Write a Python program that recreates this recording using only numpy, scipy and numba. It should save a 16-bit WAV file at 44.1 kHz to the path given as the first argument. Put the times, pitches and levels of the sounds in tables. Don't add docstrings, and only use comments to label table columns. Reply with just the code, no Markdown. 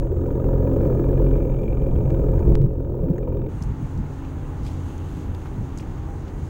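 import sys
import numpy as np
from scipy import signal
from scipy.fft import rfft, irfft
from scipy.io import wavfile
from scipy.ndimage import uniform_filter1d
from numba import njit

SR = 44100
rng = np.random.default_rng(int(sys.argv[2]) if len(sys.argv) > 2 else 0)


def makeup_ratio(level_db):
    decades = np.asarray(level_db, float) / 20
    return 10 ** decades


def int16_out(signal):
    q = np.round(np.clip(np.atleast_2d(signal).T, -1, 1) * 32767)
    wavfile.write(sys.argv[1], SR, q.astype(np.int16))


N = 286209
T = np.arange(N) / SR
CUT_S, SURFACE_S = 2.554, 3.484
# time_s, level_db
FLOW = [
    [(0.0, -20), (0.2, -23.5), (0.51, -18), (0.68, -23.5), (0.85, -15), (1.02, -18), (1.7, -20),
     (1.9, -16.5), (2.554, -15.5)],
    [(2.554, -25.5), (2.75, -26), (3.02, -21.5), (3.18, -23.5), (3.484, -24)],
]


def unit(x):
    return x / np.sqrt(np.mean(x ** 2))


def curves(*tables):
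    s, *columns = np.transpose(np.vstack(tables))
    return [np.interp(T, s, column) for column in columns]


def fade(start, end, slope):
    return np.clip(np.minimum(T - start, end - T) / slope, 0, 1)


def walk(rate):
    hold = int(SR / rate)
    levels = np.repeat(rng.standard_normal(N // hold + 1), hold)
    return 0.6 * uniform_filter1d(uniform_filter1d(levels, hold), hold)[:N]


def tone(hz, wander_hz):
    phase = 2 * np.pi * np.cumsum(hz + wander_hz * walk(14)) / SR
    return np.sqrt(2) * makeup_ratio(6 * walk(9)) * np.sin(phase)


@njit
def svf(x, hz, width):
    y, b, l = np.empty(len(x)), 0., 0.
    g, k = np.tan(np.pi * hz / SR), width / hz
    for i in range(len(x)):
        v = (b + g * (x[i] - l)) / (1 + g * (g + k))
        b, l, y[i] = 2 * v - b, l + 2 * g * v, k * v
    return y


def ring(x, modes, steep=False):
    out = 0
    for k, (hz, width, db) in enumerate(modes):
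        band = svf(x, 1. * hz, 1. * width)
        if steep:
            band = svf(band, 1. * hz, 2. * width)
        out = out + (-1) ** k * makeup_ratio(db) * unit(band)
    return unit(out)


def coloured(points, flicker_db, rate):
    hz = np.maximum(np.arange(N // 2 + 1) * SR / N, 1)
    at, db = np.transpose(points)
    spectrum = rfft(rng.standard_normal(N)) * makeup_ratio(np.interp(np.log(hz), np.log(at), db))
    octave = np.log2(hz / 20)
    out = 0
    for k in range(-1, 11):
        band = irfft(spectrum * np.clip(1 - abs(octave - k), 0, 1), N)
        out = out + band * makeup_ratio(flicker_db * walk(rate))
    return unit(out)


def motor():
    # time_s, lead_turns (ahead of a steady idle), load_db
    idle = [
        [(0.0, -0.11, -29.5), (0.2, -0.29, -29.5), (0.36, -0.25, -26.5), (0.72, 0.07, -24), (0.88, 0.2, -24),
         (1.02, 0.073, -25), (1.22, 0.38, -23.5), (1.36, 0.55, -26), (1.53, 0.53, -29), (1.87, 0.78, -31),
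         (2.04, 0.56, -29.5), (2.3, 0.58, -25), (2.554, 0.509, -27.5)],
        [(2.554, 0.35, -29), (2.72, 0.49, -33), (3.02, 0.32, -30), (3.2, 0.073, -30.5), (3.484, -0.098, -29.5)],
    ]
    lead, load_db = curves(*idle)
    turns = 43 * T + lead + .17
    fired = np.flatnonzero(np.diff(np.floor(turns)) > 0)
    return hum(turns, load_db) + hull(fired, load_db) + clatter(fired, load_db) + knock(fired)


def hum(turns, load_db):
    orders_db = (-8.5, -8, 0)
    out = 0
    for order, db in enumerate(orders_db, start=1):
        level_db = load_db + db + sway_db(order) - 0.5 + 0.89 * walk(15)
        out = out + np.sqrt(2) * makeup_ratio(level_db) * np.sin(2 * np.pi * order * turns + .1)
    heave_db = curves(*FLOW)[0] - 8.0
    return out + makeup_ratio(heave_db) * np.sin(np.pi * turns)


def sway_db(order):
    # time_s, order, gain_db, length_s
    swings = [(0.0, 1, 16.5, 0.097), (0.535, 1, 13, 0.2), (0.853, 1, 4, .2), (1.302, 1, 15, .35),
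              (1.751, 1, 16.5, .3), (2.2, 1, 7, .2), (2.582, 1, 13.5, 0.5), (0.17, 2, 14, 0.18),
              (0.653, 2, 10, 0.28), (1.218, 2, 6.5, .25), (1.952, 2, 12.5, 0.26), (2.42, 2, 8, 0.18),
              (2.8, 2, 8.5, 0.29), (3.329, 2, 10, 0.18), (1.999, 3, 6, 0.17), (2.552, 3, 6.5, .2)]
    return sum(db * np.exp(-2 * ((T - s) / length) ** 2) for s, k, db, length in swings if round(k) == order)


def blows(fired, scatter_db, scatter_s, rattle_s, rattle, floor):
    uneven_db = 2.0 * (-1) ** np.arange(len(fired))
    chance = np.clip(rng.standard_normal((N // 500, 2))[:len(fired)], -2, 2)
    at = np.clip(fired + (chance[:, 1] * scatter_s * SR).astype(int), 0, N - 1)
    tap = np.zeros(N)
    tap[at] = makeup_ratio(uneven_db + scatter_db * chance[:, 0])
    puff = signal.lfilter([1], [1, -np.exp(-1 / (rattle_s * SR))], tap) * rng.standard_normal(N)
    return unit(tap) + rattle * unit(puff) + floor * rng.standard_normal(N)


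def hull(fired, load_db):
    # pitch_hz, width_hz, level_db
    hull_modes = [(176, 80, -12.5), (212.8, 9.9, -8), (271.5, 42, -1.5), (344.8, 56, 1.5), (422.6, 42, 0),
                  (489, 55, -2), (534.3, 71, 0)]
    # pitch_hz, wander_hz, level_db
    gear_tones = [(172, 6, -17), (215, 5, -14), (268, 9, -12), (346, 12, -10), (425, 9, -11),
                  (540, 16, -17)]
    blow = blows(fired, scatter_db=1.5, scatter_s=.0003, rattle_s=.014, rattle=1.2, floor=1.3)
    gears = sum(makeup_ratio(db) * tone(hz, wander) for hz, wander, db in gear_tones)
    return makeup_ratio(load_db) * (0.99 * ring(blow, hull_modes, steep=True) + gears)


def clatter(fired, load_db):
    # pitch_hz, width_hz, level_db
    leg_modes = [(700, 273, 0.5), (932.4, 75, 0.5), (1228, 84, -7), (1400, 330, -9.5), (1694, 44, -17)]
    dive_db = (-18, -21.5)
    level_db = load_db + np.where(T < CUT_S, dive_db[0] - 1 * T, dive_db[1])
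    out = 0
    for mode in leg_modes:
        blow = blows(fired, scatter_db=2.5, scatter_s=.0012, rattle_s=.006, rattle=1.2, floor=.55)
        out = out + makeup_ratio(mode[2]) * ring(blow, [mode], steep=True)
    return makeup_ratio(level_db) * unit(out)


def knock(fired):
    # pitch_hz, width_hz, level_db
    knock_modes = [(2370, 110, 0), (2680, 120, -6.5), (3050, 450, -9), (3650, 250, -13), (2190, 120, -9)]
    # time_s, knock_db
    facing = [
        [(0.0, -68), (0.17, -71), (0.68, -70), (0.85, -65), (1.3, -59.5), (1.75, -57), (1.9, -62), (2.2, -60.5),
         (2.554, -65)],
        [(2.554, -70), (2.72, -79.5), (3.05, -71.5), (3.484, -62.5)],
    ]
    beam = (1, .6, 0.53, .3, 0.98)
    side_on_db = -64
    knock_db, = curves(*facing)
    out = 0
    for share, mode in zip(beam, knock_modes):
        blow = blows(fired, scatter_db=2.6, scatter_s=.001, rattle_s=.006, rattle=1.2, floor=.28)
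        part = makeup_ratio(mode[2]) * ring(blow, [mode], steep=True)
        out = out + makeup_ratio(side_on_db + share * (knock_db - side_on_db)) * part
    return makeup_ratio(-2.0) * out


def water():
    # pitch_hz, level_db (per Hz)
    buffet = [(12, -35.5), (22, -7), (50, -1), (100, -10), (150, -7.5), (200, -17.5), (600, -28),
              (1500, -54), (3000, -79)]
    rumble = makeup_ratio(curves(*FLOW)[0] - 4.5) * coloured(buffet, flicker_db=0.5, rate=9)
    return rumble + surges() + bubbles()


def surges():
    # start_s, peak_db, pitch_hz, length_s
    pushes = [
        (1.936, -10, 67.4, 0.049),
        (2.3, -18, 24.2, 0.49),
        (2.446, -10.5, 54.6, 0.083),
        (2.45, -23.5, 190, 0.12),
        (2.596, -7.5, 129, 0.027),
        (2.618, -8.5, 130.8, 0.052),
        (2.62, -22, 182, .07),
        (3.03, -15.5, 158.6, 0.03),
        (3.049, -25, 266, 0.086),
        (3.095, -12.5, 168, 0.032),
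    ]
    out = 0
    for s, db, hz, length in pushes:
        age = np.clip((T - s) / length, 0, 1)
        out = out + makeup_ratio(db) * np.sin(np.pi * age) * np.sin(2 * np.pi * hz * (T - s))
    return out


def bubbles():
    # start_s, peak_db, pitch_hz
    pings = [
        (2.105, -46, 1720),
        (2.3927, -40, 1550),
        (3.1635, -43, 1480),
        (3.182, -35, 1810),
    ]
    out = 0
    for s, db, hz in pings:
        age = np.maximum(T - s, 0)
        housing = 0.24 * np.sin(2 * np.pi * 6600 * age)
        out = out + makeup_ratio(db) * np.exp(-age / 0.0017) * (np.sin(2 * np.pi * hz * age) + housing)
    return out


def microphone_hiss():
    # pitch_hz, level_db (per Hz)
    hiss_points = [(1500, -11.5), (3000, -3), (5500, -25.5), (6200, -5), (6500, 5.5), (6900, -2.5),
                   (9500, -10), (10300, -18), (16000, -25)]
    hiss_db = (-70, -78.5)
    return makeup_ratio(np.where(T < CUT_S, *hiss_db)) * coloured(hiss_points, flicker_db=2.0, rate=17)


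def open_air():
    return wind() + splashes() + lapping() + spray() + drones() + haze()


def wind():
    # pitch_hz, level_db (per Hz)
    wind_points = [(12, -30), (22, -2.5), (45, -1), (75, -1), (108, -4), (141, -2), (189, -13), (240, -13),
                   (310, -34), (530, -88)]
    return makeup_ratio(gusts() + 3.0) * coloured(wind_points, flicker_db=0.5, rate=11)


def gusts():
    # peak_s, peak_db, fall_db_per_s
    gust_table = [(3.55, -27.5, 42), (3.62, -25.5, 200), (3.69, -24.5, 129), (3.85, -25, 300),
                  (3.99, -23.5, 130), (4.27, -34, 55), (4.61, -29, 63), (4.74, -28.5, 140),
                  (4.89, -28.5, 298), (5.17, -29.5, 55), (5.31, -27.5, 300), (5.53, -30, 160),
                  (5.61, -24, 200), (5.74, -30, 17), (6.36, -29, 23)]
    drop_s, drop_length_s = (6.46, 0.027)
    s, db, fall = np.transpose(gust_table)[:, :, None]
    peaks = db - np.where(T < s, 144 * (s - T), fall * (T - s))
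    lull_db = -34
    return np.maximum(peaks.max(axis=0), lull_db) - 11 * np.clip((T - drop_s) / drop_length_s, 0, 1)


def splashes():
    # start_s, peak_db, centre_hz, width_hz, decay_s
    drops = [(3.623, -32.5, 5300, 1500, 0.0039), (3.623, -45, 10000, 4000, .002),
             (3.636, -40, 6400, 5000, .003), (3.647, -45, 7500, 2000, .002), (3.976, -47, 6000, 3000, .004),
             (4.249, -41, 2700, 300, .005), (4.63, -50, 5000, 5000, .03), (4.648, -47, 4500, 5000, 0.068),
             (4.664, -39.5, 2970, 2500, 0.023), (4.664, -50, 6500, 5000, 0.01),
             (4.98, -43.5, 6500, 2000, .004), (5.348, -39.5, 2500, 3000, 0.0037),
             (5.455, -33, 1000, 600, .013), (5.775, -34, 6460, 1500, 0.0048),
             (5.776, -51, 9000, 8000, .003), (5.786, -37, 5440, 3000, 0.0041),
             (5.797, -36.5, 2300, 1200, 0.0064), (5.803, -45.5, 6000, 4000, 0.013),
             (5.828, -43, 2200, 500, .004), (6.28, -48, 4000, 2000, 0.0097), (5.417, -45, 2500, 1800, .004),
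             (5.469, -47, 3700, 1500, .004)]
    out = 0
    for s, db, hz, width, decay in drops:
        burst = ring(rng.standard_normal(N), [(hz, width, 0)], steep=True)
        age = np.maximum(T - s, 0)
        slap = 2.3 * np.exp(-2 * width * age) * np.sin(2 * np.pi * hz * age)
        out = out + makeup_ratio(db - 7.5) * (T >= s) * (np.exp(-age / decay) * burst + slap)
    return out


def lapping():
    # pitch_hz, level_db (per Hz)
    lap_points = [(170, -35), (290, -1.5), (313, 3.5), (335, -3.5), (394, -4.5), (671, -16), (816, -12),
                  (967, -15), (2200, -29), (2860, -39), (4840, -120)]
    return makeup_ratio(-49 + 9.0) * coloured(lap_points, flicker_db=0.5, rate=16)


def spray():
    # pitch_hz, level_db (per Hz)
    spray_points = [(1060, 1), (1800, -8), (1950, -17), (2730, -1.5), (5390, -12.5), (6580, -4),
                    (7540, -11.5), (9450, -15), (10300, -26), (11200, -18), (13700, -28), (15100, -36),
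                    (15700, -36.5)]
    # time_s, level_db
    spray_level = [(3.48, -59), (4.0, -58.5), (4.5, -57.5), (4.9, -55.5), (5.4, -57.5), (5.9, -57.5),
                   (6.49, -58.5)]
    spray_db, = curves(spray_level)
    hits = makeup_ratio(4.0 * rng.exponential(size=N)) * (rng.random(N) < .002)
    droplets = 1 + .25 * svf(hits, 120., 300.)
    return makeup_ratio(spray_db + 1.0) * droplets * coloured(spray_points, flicker_db=3.45, rate=16)


def drones():
    # start_s, end_s, fade_s, pitch_hz, wander_hz, level_db
    machines = [
        (3.65, 5.42, .1, 264, 7, -42.5),
        (3.4, 6.6, .1, 86, 2, -36),
        (3.4, 4.4, .3, 860, 14, -55),
        (5.83, 6.22, .08, 803, 2, -55),
        (5.46, 5.9, .08, 266, 6, -43),
        (5.85, 6.6, .1, 264, 9, -48),
        (4.3, 5.8, .2, 820, 14, -58),
    ]
    return sum(makeup_ratio(db) * fade(start, end, slope) * tone(hz, wander)
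               for start, end, slope, hz, wander, db in machines)


def haze():
    # start_s, end_s, fade_s, pitch_hz, width_hz, level_db
    start, end, slope, hz, width, db = (4.4, 5.9, .5, 11400, 2000, -76)
    fizz = ring(rng.standard_normal(N), [(hz, width, 0)], steep=True)
    return makeup_ratio(db) * fade(start, end, slope) * fizz


def scene():
    up = np.clip((T - SURFACE_S) / 0.0075, 0, 1)
    dive = motor() + water() + microphone_hiss()
    return ((1 - up) * dive + up * open_air())[None]


def add_jumps(dry):
    # time_s, size_db, run_up_s
    breaks = [
        (2.1052, -30, .002),
        (2.3935, -35, .002),
        (2.554, -13, .004),
        (2.618, -33, .002),
    ]
    jumps = sum(makeup_ratio(db) * (T < s) * np.exp(np.minimum(T - s, 0) / run_up) for s, db, run_up in breaks)
    return dry + uniform_filter1d(jumps, size=3)


def timing_error():
    rounding = [(0, -2.6), (.055, -.8), (.125, -2.4), (.265, -.85), (.555, -2.65)]
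    share, phase = np.transpose(rounding)
    frame = T * 59.94 % 1
    stair = np.searchsorted(share, frame, side="right") - 1
    stairs = .17 * (stair - 3) + .2 * (frame - .5)
    slip = stairs + 1.2 * np.diff(stairs, prepend=stairs[0])
    wobble = .5 * np.cos(2 * np.pi * 16004 * T + phase[stair])
    return slip + wobble


def top_cut(x):
    return signal.sosfilt(signal.butter(12, 17130, fs=SR, output="sos"), x)


def record(dry):
    out = add_jumps(dry) + np.gradient(dry, axis=1) * timing_error()
    low_pass = signal.ellip(10, .2, 70, 15760, fs=SR, output="sos")
    out = signal.sosfilt(low_pass, out)
    return top_cut(out)


dry = scene()
out = record(dry)
int16_out(out)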